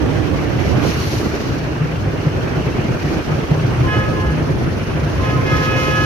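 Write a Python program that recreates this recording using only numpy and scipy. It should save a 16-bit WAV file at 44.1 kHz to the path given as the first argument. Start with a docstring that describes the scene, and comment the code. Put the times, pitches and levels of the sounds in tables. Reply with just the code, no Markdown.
"""Inside a concrete road tunnel, heard from the seat of a cruising motorcycle.
The engine throbs while wind beats on both sides of the microphone, with thumps, lulls and
hissing gusts. Tyre noise roars off the walls and a thin whine climbs.
A two-tone horn, buzzing with two thin metal discs, toots three times, and the wall echoes
smear the toots into fluttering tails."""
import sys
import numpy as np
from scipy import signal
from scipy.fft import rfft, irfft, next_fast_len
from scipy.io import wavfile
from scipy.ndimage import uniform_filter1d, map_coordinates

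SR = 44100
rng = np.random.default_rng(int(sys.argv[2]) if len(sys.argv) > 2 else 0)


def pcm_store(signal):
    """Save signal as 16-bit PCM."""
    levels = np.round(np.clip(np.atleast_2d(signal), -1, 1) * 32767)
    wavfile.write(sys.argv[1], SR, levels.astype(np.int16).T)


N = 266805

# How loud the tyres are. Each row: time in seconds, level in dB.
TYRE_LEVELS = [(0, -30), (.6, -29), (.88, -27.5), (1.1, -30), (1.6, -32), (2.1, -32), (2.45, -30.5),
               (2.95, -30.5), (3.08, -29), (3.24, -30.5), (3.36, -30), (3.8, -30), (4.6, -31.5),
               (4.78, -31), (5.05, -30.5), (5.2, -29.5), (5.7, -28), (6.05, -28)]
# The tone of the tyre noise. Each row: frequency in Hz, level in dB.
TYRE_COLOUR = [(300, 3), (650, 0), (1000, -2.5), (1250, -0.5), (1600, -0.5), (1950, -3.5), (2500, -4.5),
               (3000, -7.5), (3500, -14.5), (5000, -31.5), (8000, -67)]
# Big swirls of air, one thump each. 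Each row: time in seconds, half length in seconds,
# pitch in Hz, level in dB.
EDDIES = [(0.098, 0.0096, 134.3, -17), (0.562, 0.016, 125, -19), (0.677, 0.0089, 153.3, -14),
          (0.771, 0.0062, 125.7, -13), (.88, 0.014, 72, -20), (1.074, 0.0098, 144.5, -17),
          (1.822, .011, 153.9, -16), (2.081, 0.0064, 138.7, -16), (2.275, .01, 151.6, -14),
          (2.436, 0.013, 150, -20), (2.577, 0.0067, 151.8, -15.5), (2.664, .012, 144, -18.5),
          (2.794, 0.0073, 140, -17), (2.897, 0.027, 146, -23.5), (3.067, .023, 150.7, -21),
          (3.167, 0.0086, 127.6, -20), (3.326, 0.027, 154.8, -17.5), (3.388, 0.0075, 130, -15),
          (3.521, 0.0075, 145, -10.5), (3.645, 0.0096, 126.7, -18), (3.71, .02, 62.4, -21),
          (3.81, .012, 126.3, -13), (3.935, .009, 95, -16.5), (3.987, 0.019, 112, -17.5),
          (4.283, 0.021, 66, -16.5), (4.51, 0.009, 150, -14), (4.64, 0.007, 128.8, -12.5),
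          (4.681, .005, 120, -15), (5.054, 0.017, 151, -19.5), (5.234, 0.013, 68.3, -19)]
# Gusts over the bike. Each row: time in seconds, half length in seconds, hiss in dB, fizz in dB.
GUSTS = [(0.664, 0.072, -43.5, -59), (0.881, 0.049, -34, -50), (1.023, 0.066, -35.5, -51.5),
         (1.153, 0.069, -35, -48.5), (1.35, 0.22, -41, -68), (3.12, 0.075, -43, -70),
         (5.248, 0.026, -41, -70), (5.594, 0.095, -38, -62), (5.843, 0.06, -37.5, -54),
         (6.027, 0.089, -39, -68)]


def amp(db):
    """Turn decibels into a gain to multiply by."""
    return 10 ** (np.asarray(db) / 20)


def unit(x):
    """Scale a signal so that its average power is 1."""
    return x / np.sqrt(np.mean(np.abs(x) ** 2) + 1e-20)


def along(points, hz):
    """Read between rows of frequency and value, on a scale of musical pitch."""
    frequencies, values = np.transpose(points)
    return np.interp(np.log(hz + 1), np.log(frequencies + 1), values)


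def curves(rows):
    """Draw each column after the time as a curve with one value per sample."""
    times, *columns = np.transpose(rows)
    return [np.interp(np.arange(N) / SR, times, column) for column in columns]


def swell(at, half_length):
    """A bell-shaped rise and fall around a moment, both given in seconds."""
    return np.exp(-.5 * ((np.arange(N) / SR - at) / half_length) ** 2)


def held(rows, attack, release, lead=0):
    """For each row, fade in, hold a drifting level and fade out, all lead seconds early."""
    t = np.arange(N) / SR + lead
    gain = np.zeros(N)
    for start, end, db, db_per_s in rows:
        gate = np.clip((t - start) / attack, 0, 1) * np.clip((end - t) / release, 0, 1)
        gain += amp(db + db_per_s * np.clip(t - start, 0, end - start)) * gate
    return gain


def lagged(x, seconds):
    """Follow a signal sluggishly: more seconds make it slower."""
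    keep = np.exp(-1 / (seconds * SR + 1))
    return signal.lfilter([1 - keep], [1, -keep], x)


def wobble(rate):
    """A smooth curve through random points, rate of them each second."""
    coarse = np.linspace(0, N, 2048)
    smooth = map_coordinates(rng.standard_normal(2048), [coarse * rate / SR], mode="wrap")
    return np.interp(np.arange(N), coarse, smooth)


def flutter(rate, depth_db):
    """A quick random gain, limited so that no single puff stands out."""
    return unit(amp(depth_db * np.tanh(wobble(rate))))


def wall_echoes(rate):
    """Many echoes shift as the bike moves, changing a tone's strength and timing at random."""
    return unit(wobble(rate) + 1j * wobble(rate))


def phasor(hz):
    """A point that circles at the given pitch; its real part is a pure tone."""
    return np.exp(2j * np.pi * np.cumsum(hz) / SR)


def filtered(x, response):
    """Scale each frequency in a signal by the gain that response gives it."""
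    size = next_fast_len(N + SR // 2)
    return irfft(rfft(x, size) * response(np.fft.rfftfreq(size, 1 / SR)), size)[..., :N]


def panned(balance_db):
    """Left and right gains; a positive balance leans left."""
    return amp(np.array([balance_db, -balance_db]).reshape(2, -1) / 2)


def rush(colour):
    """Stereo noise of a given tone: the sides are alike in the bass, unrelated in the treble."""
    # Each row: frequency in Hz, how alike left and right are from 0 to 1.
    likeness = [(60, 0.85), (130, 0.64), (290, 0.55), (630, 0.31), (1400, 0), (15000, 0.019)]

    def response(hz):
        angle = np.arccos(np.clip(along(likeness, hz), -1, 1)) / 2
        return amp(along(colour, hz)) * [np.cos(angle), np.sin(angle)]

    mid, side = filtered(rng.standard_normal((2, N)), response)
    return np.array([mid + side, mid - side]) / np.std(mid)


def patchy(x, depth_db):
    """Let patches of low and high pitch in a noise surge and sink on their own."""
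    bands = signal.stft(x, nperseg=512)[2]
    patches = uniform_filter1d(rng.standard_normal(bands.shape[1:]), size=5, axis=0)  # across pitch
    patches = uniform_filter1d(patches, size=9, axis=1)  # across time
    gain = unit(amp(depth_db * np.tanh(unit(patches))))
    return signal.istft(bands * gain, nperseg=512)[1][:, :N]


def lull_db():
    """The change in level as the wind drops for brief moments."""
    # Each row: time in seconds, depth in dB.
    lulls = [(1.11, 1.5), (1.3, 2.5), (1.6, 2.5), (2.61, 0), (2.73, 5), (3.0, 6), (3.24, 7), (3.47, 6),
             (3.785, -0.5), (4.59, 3.5), (4.71, 3), (4.86, 8), (5.12, 3)]
    return -sum(depth * swell(at, half_length=0.013) for at, depth in lulls)


def eddy_pressure():
    """How hard the big swirls of air push at each moment."""
    return sum(amp(db) * swell(at, half) for at, half, _, db in EDDIES)


def whistle(track, half_width_hz):
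    """A narrow band of noise that follows a pitch and a level."""
    hz, level = curves(track)
    real, imag = filtered(rng.standard_normal((2, 2, N)), lambda f: 1 / (1 + (f / half_width_hz) ** 4))
    return amp(level) * np.sqrt(2) * np.real(phasor(hz) * unit(real + 1j * imag))


def thin_whine():
    """A faint, high whine that slowly climbs."""
    # Each row: time in seconds, pitch in Hz, level in dB.
    track = [(0, 8280, -57), (1.6, 8270, -61.5), (2.5, 8340, -60.5), (3.3, 8460, -59), (4, 8690, -55.5),
             (4.6, 8970, -56), (5.3, 9030, -57.2), (6.05, 9020, -52)]
    return whistle(track, half_width_hz=200)


def edge_whistle():
    """Wind whistles briefly on an edge of the bike."""
    # Each row: time in seconds, pitch in Hz, level in dB.
    track = [(0, 4400, -70), (.8, 4400, -56), (1.02, 4400, -37), (1.25, 4380, -57), (1.55, 4350, -45),
             (1.8, 4350, -61), (6.05, 4350, -72)]
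    return whistle(track, half_width_hz=290)


def road_pings(count_per_pitch=26, ring_s=0.077, rise_s=0.0025, scatter=0.052, spread_db=3.5):
    """Faint rings in the road noise at random moments, each a little off pitch and to one side."""
    # Each row: pitch in Hz, level in dB.
    pings = [(1300, -37), (1600, -38), (2550, -36)]
    t = np.arange(SR // 5) / SR
    out = np.zeros((2, N + len(t)))
    shape = amp(-60 * t / ring_s) * (1 - np.exp(-t / rise_s))
    for hz, db in pings:
        starts = rng.integers(N, size=count_per_pitch)
        for at, (detune, size, side) in zip(starts, rng.standard_normal((count_per_pitch, 3))):
            ring = shape * np.sin(2 * np.pi * hz * (1 + scatter * detune) * t)
            out[:, at:at + len(t)] += amp(db + spread_db * size) * ring * panned(spread_db * side)
    return out[:, :N]


def air_fizz(steady_db=-32.0):
    """Air tears away from the bike with a very bright hiss, most of all in a strong gust."""
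    # Each row: frequency in Hz, level in dB.
    colour = [(6000, -24), (9000, -11), (11500, -2.5), (14000, -14), (15000, -20)]
    steady = amp(curves(TYRE_LEVELS)[0] + steady_db)
    gusts = sum(amp(db) * swell(at, half) for at, half, _, db in GUSTS)
    return np.hypot(steady, gusts) * rush(colour)


def air_hiss(steady_db=-13.5):
    """Passing air hisses, rising with the tyre noise and swelling in each gust."""
    # Each row: frequency in Hz, level in dB.
    colour = [(1000, -43), (2500, 1), (3600, -1), (4300, 4), (4900, 1), (5700, 3), (6500, -2), (7200, -9.5),
              (8000, -21.5), (9700, -18), (11200, -13), (13000, -14.5), (15000, -19.5)]
    steady = amp(curves(TYRE_LEVELS)[0] + steady_db)
    power = steady ** 2 + sum((amp(db) * swell(at, half)) ** 2 for at, half, db, _ in GUSTS)
    return np.sqrt(power) * flutter(rate=70, depth_db=2.24) * rush(colour) * panned(-0.7)


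def tunnel_roar(roar_db=1.9, eddy_db=-8.5, lull_share=0.79):
    """The tunnel traps the sound of tyres and passing air as a low, broad roar."""
    # Each row: time in seconds, level in dB.
    levels = [(0, -28.5), (.5, -28.5), (1.3, -23.5), (1.9, -26.5), (2.55, -24.5), (3.1, -23), (3.9, -25),
              (4.8, -24.5), (5.6, -23.5), (6.05, -23)]
    # Each row: frequency in Hz, level in dB.
    colour = [(80, -1), (180, -7), (250, -2.5), (320, -1), (420, -5), (560, -9.5), (800, -15), (1500, -24),
              (4000, -61)]
    steady = amp(curves(levels)[0] + roar_db + lull_share * lull_db())
    strength = np.hypot(steady, amp(eddy_db) * eddy_pressure())
    return strength * flutter(rate=60, depth_db=3.0) * rush(colour) * panned(-2.0)


def tyres(tyre_db=0.83, lull_share=0.35):
    """Tyres roll over concrete with a grainy rush."""
    strength = amp(curves(TYRE_LEVELS)[0] + tyre_db + lull_share * lull_db())
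    grain = flutter(rate=110, depth_db=1.87)
    return strength * grain * patchy(rush(TYRE_COLOUR), depth_db=3.0) * panned(-1.1)


def crosswind(lumpy_db=1.0, left_db=-22, high_cut_hz=1300):
    """Air from the side roars on the right of the microphone until the bike is sheltered."""
    # Each row: start in seconds, end in seconds, level in dB, swell in dB per second.
    blasts = [(-.02, 0.72, -14.5, -4.5), (.68, 0.93, -14, 1)]
    # Each row: frequency in Hz, level in dB.
    colour = [(30, -30), (50, -9), (85, -0.5), (140, -5), (200, -12), (300, -1.5), (420, -11), (700, -17.5),
              (1300, -22.5), (3000, -60)]
    strength = held(blasts, attack=0.029, release=0.052) * unit(amp(lumpy_db * wobble(40.9)))
    noise = rng.standard_normal(N)
    roar = filtered(noise, lambda hz: amp(along(colour, hz)) / (1 + (hz / high_cut_hz) ** 4))
    return strength * unit(roar) * amp([[left_db], [0]])


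def headwind(buffet_db=-2.5, eddy_db=-8.0):
    """Wind from ahead beats on both sides of the microphone, and big swirls thump through it."""
    # Each row: time in seconds, level in dB.
    levels = [(0, -21), (.8, -21.5), (1.25, -27), (1.55, -24), (2.0, -25.5), (2.5, -23), (3.0, -20.5),
              (3.44, -25), (3.68, -21), (4.0, -18), (4.4, -20.5), (4.88, -21), (5.1, -23), (5.45, -18),
              (5.8, -21.5), (6.05, -21)]
    # Each row: frequency in Hz, level in dB.
    colour = [(15, -43), (30, -37), (42, -29), (60, 0.5), (80, 1.5), (110, -3.5), (152, -0.5), (190, -6.5),
              (300, -16.5), (600, -20.5), (1500, -66)]
    buffet = amp(curves(levels)[0] + buffet_db + lull_db()) * flutter(rate=27, depth_db=4.6)
    return np.hypot(buffet, amp(eddy_db) * eddy_pressure()) * rush(colour) * panned(1.7)


def eddy_booms(waver=0.045):
    """Each big swirl of air booms for a few cycles at its own pitch, alike on both sides."""
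    wavering_time = np.cumsum(1 + waver * wobble(50)) / SR
    out = np.zeros(N)
    for at, half, hz, db in EDDIES:
        tone = np.sin(2 * np.pi * (hz * wavering_time + rng.random()))
        out += amp(db) * swell(at, half) * tone
    return np.sqrt(2) * out


def engine(firing_hz=24.9, waver=0.0041, echo_share=0.55, drone_db=-1.5, clatter_db=-43):
    """The engine hums three low drones, roughened by wall echoes, and clatters at each firing."""
    # The pitch of each drone in Hz.
    pitches = [99.6, 124.2, 154.0]
    # The drones swell and sink along the tunnel. Each row: time in seconds, then the levels
    # of the lowest, middle and highest drone in dB.
    levels = [(0, -32, -39, -45), (.25, -24, -36, -43), (.55, -40, -36, -26), (1.05, -25, -26, -40),
              (1.45, -34, -35, -35), (1.75, -38, -30, -28), (2.05, -24, -33, -27.5),
              (2.35, -30, -28.5, -26), (2.75, -39, -31, -39), (3.2, -31, -43, -45), (3.44, -36, -39, -37),
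              (3.6, -20.5, -22, -22.5), (3.98, -30, -26.5, -36), (4.2, -23.5, -29, -25),
              (4.6, -26, -27.5, -25), (4.88, -27, -36, -32), (5.15, -26, -27.5, -33), (5.4, -24, -22, -25),
              (5.65, -25, -30.5, -29), (6.05, -33, -21.5, -28)]
    speed = 1 + waver * wobble(3.04)
    drone = np.zeros(N)
    for hz, db in zip(pitches, curves(levels)):
        drone += amp(db) * np.real(phasor(hz * speed) * (1 + echo_share * wall_echoes(24)))
    firing = unit(((1 + phasor(firing_hz * speed).real) / 2) ** 2)
    clatter = amp(clatter_db) * firing * rush(TYRE_COLOUR)
    return np.sqrt(2) * drone * amp(drone_db + lull_db()) + clatter


def interference_db(hz, within_hz=60):
    """As the bike moves, wall echoes briefly cancel or strengthen single overtones of the horn."""
    # Each row: time in seconds, half length in seconds, pitch in Hz, change in dB.
    changes = [(3.922, 0.053, 521, -14), (3.915, 0.016, 1042, 3.5), (3.975, .012, 1042, -9),
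               (4.11, .022, 1042, -8), (4.202, 0.031, 1042, 9), (5.235, 0.029, 1042, 5),
               (5.385, 0.03, 1042, 14), (5.465, 0.027, 1042, -8), (5.71, .04, 1042, -5),
               (3.917, .012, 1265, -5), (4.003, 0.022, 1265, -2), (5.3, .012, 1265, -10),
               (5.35, .022, 1265, 6), (5.40, .014, 1265, -5), (5.55, 0.023, 1265, 4.5),
               (5.763, .018, 1265, -4), (5.96, 0.11, 1265, 1.5), (3.93, .016, 1687, 3.5),
               (5.52, 0.021, 1687, 3), (5.594, 0.012, 1687, -9), (5.85, 0.031, 1687, -10),
               (5.99, 0.034, 1687, 7.5), (5.51, 0.043, 2109, 5), (5.69, .018, 2109, -8),
               (5.84, .035, 2109, 3), (6.02, .04, 2109, -10), (4.006, 0.019, 2531, -9),
               (5.588, 0.046, 2531, -12), (5.728, 0.043, 2531, 3), (3.95, 0.027, 2953, 6),
               (5.52, 0.089, 2953, -14), (5.72, 0.037, 2953, -3.5)]
    return sum(db * swell(at, half) for at, half, pitch, db in changes if abs(hz - pitch) < within_hz)


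def horn(pitch_hz, overtones, lead_s, direct_db, tail_db, bass_ring_s, flutter_rate):
    """A metal disc buzzes; each overtone builds up in the tunnel, echoes once and flutters away."""
    # Presses of the button. Each row: start in seconds, end in seconds, level in dB,
    # swell in dB per second, brightness in dB per octave.
    toots = [(3.861, 4.032, -1.1, 0, -3.5), (5.221, 5.32, -4, 2, -2), (5.442, 6.1, -1.96, -2, 0.5)]
    echo_s, held_tail_share = 0.29, 0.38
    pivot_hz, half_ring_hz = 1300, 3000
    cycle = phasor(np.full(N, pitch_hz))
    out = np.zeros((2, N))
    for multiple, db, build_s, echo_db, spread in overtones:
        hz = multiple * pitch_hz
        octaves = np.log2(hz / pivot_hz)
        presses = [(start, end, level + bright * octaves, slope)
                   for start, end, level, slope, bright in toots]
        press = held(presses, attack=0.0035, release=0.013, lead=lead_s)
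        echo = np.pad(press, (round(echo_s * SR), 0))[:N]
        body = lagged(np.hypot(amp(direct_db) * press, amp(echo_db) * echo), build_s)
        ring_s = bass_ring_s / (1 + hz / half_ring_hz)  # time to fade by 60 dB
        tail = amp(tail_db) * np.sqrt(np.abs(lagged(press ** 2, ring_s / np.log(1e6))))
        sounding = np.clip(lagged(1.0 * (press + echo > 0), build_s), 0, 1)
        tail *= 1 - (1 - held_tail_share) * sounding  # weaker while a toot or its echo sounds
        start_phase = np.exp(2j * np.pi * rng.random())
        tone = amp(db + interference_db(hz)) * cycle ** round(multiple) * start_phase
        sides = np.exp(.5j * spread * np.array([[1], [-1]]))
        walls = np.array([wall_echoes(flutter_rate), wall_echoes(flutter_rate)])
        out += np.real(tone * (body * sides + tail * walls))
    return np.sqrt(2) * out


def two_tone_horn():
    """One button sounds a low and a high horn, the high one a moment earlier."""
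    # Each row in both tables: multiple of the pitch, level in dB, build-up time in seconds,
    # echo level in dB, how far left and right are out of step in radians.
    low_overtones = [(2, -36, 0.014, -2, 1.2), (3, -22.5, 0.096, -33, 1.5), (4, -24.5, .022, -4, 1.7),
                     (5, -31, .025, -6, 2.07), (6, -30, 0.024, -16, 1.2), (7, -32.5, 0.028, -9, .7),
                     (8, -39.5, 0.017, -11, 1), (9, -49, .02, -17, 1.5), (13, -45, .012, -16, 1.5),
                     (14, -54, .02, -15, 1.5)]
    high_overtones = [(1, -27, 0.044, -14, 0.87), (2, -30.8, .0048, -7, 1.32), (5, -43, .04, -10.5, 1.3),
                      (6, -43, .03, -10, 1.5)]
    low = horn(pitch_hz=421.8, overtones=low_overtones, lead_s=0,
               direct_db=-0.5, tail_db=-3.0, bass_ring_s=1.8, flutter_rate=36)
    high = horn(pitch_hz=521.0, overtones=high_overtones, lead_s=0.029,
                direct_db=0.0, tail_db=3.0, bass_ring_s=0.77, flutter_rate=39)
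    return low * panned(-2.7) + high * panned(-1.0)


def scene():
    """The ride: horn, whine and engine together with the wind and the road."""
    tones = two_tone_horn() + thin_whine() + engine()
    wind = headwind() + eddy_booms() + crosswind() + air_hiss() + air_fizz()
    road = tunnel_roar() + tyres() + road_pings()
    return tones + wind + road + edge_whistle()


def record(dry, low_cut_hz=46, top_hz=15200):
    """Soften the deepest rumble and remove the very highest treble."""
    return filtered(dry, lambda hz: (hz < top_hz) * hz ** 3 / np.hypot(hz ** 3, low_cut_hz ** 3))


dry = scene()
out = record(dry)
pcm_store(out)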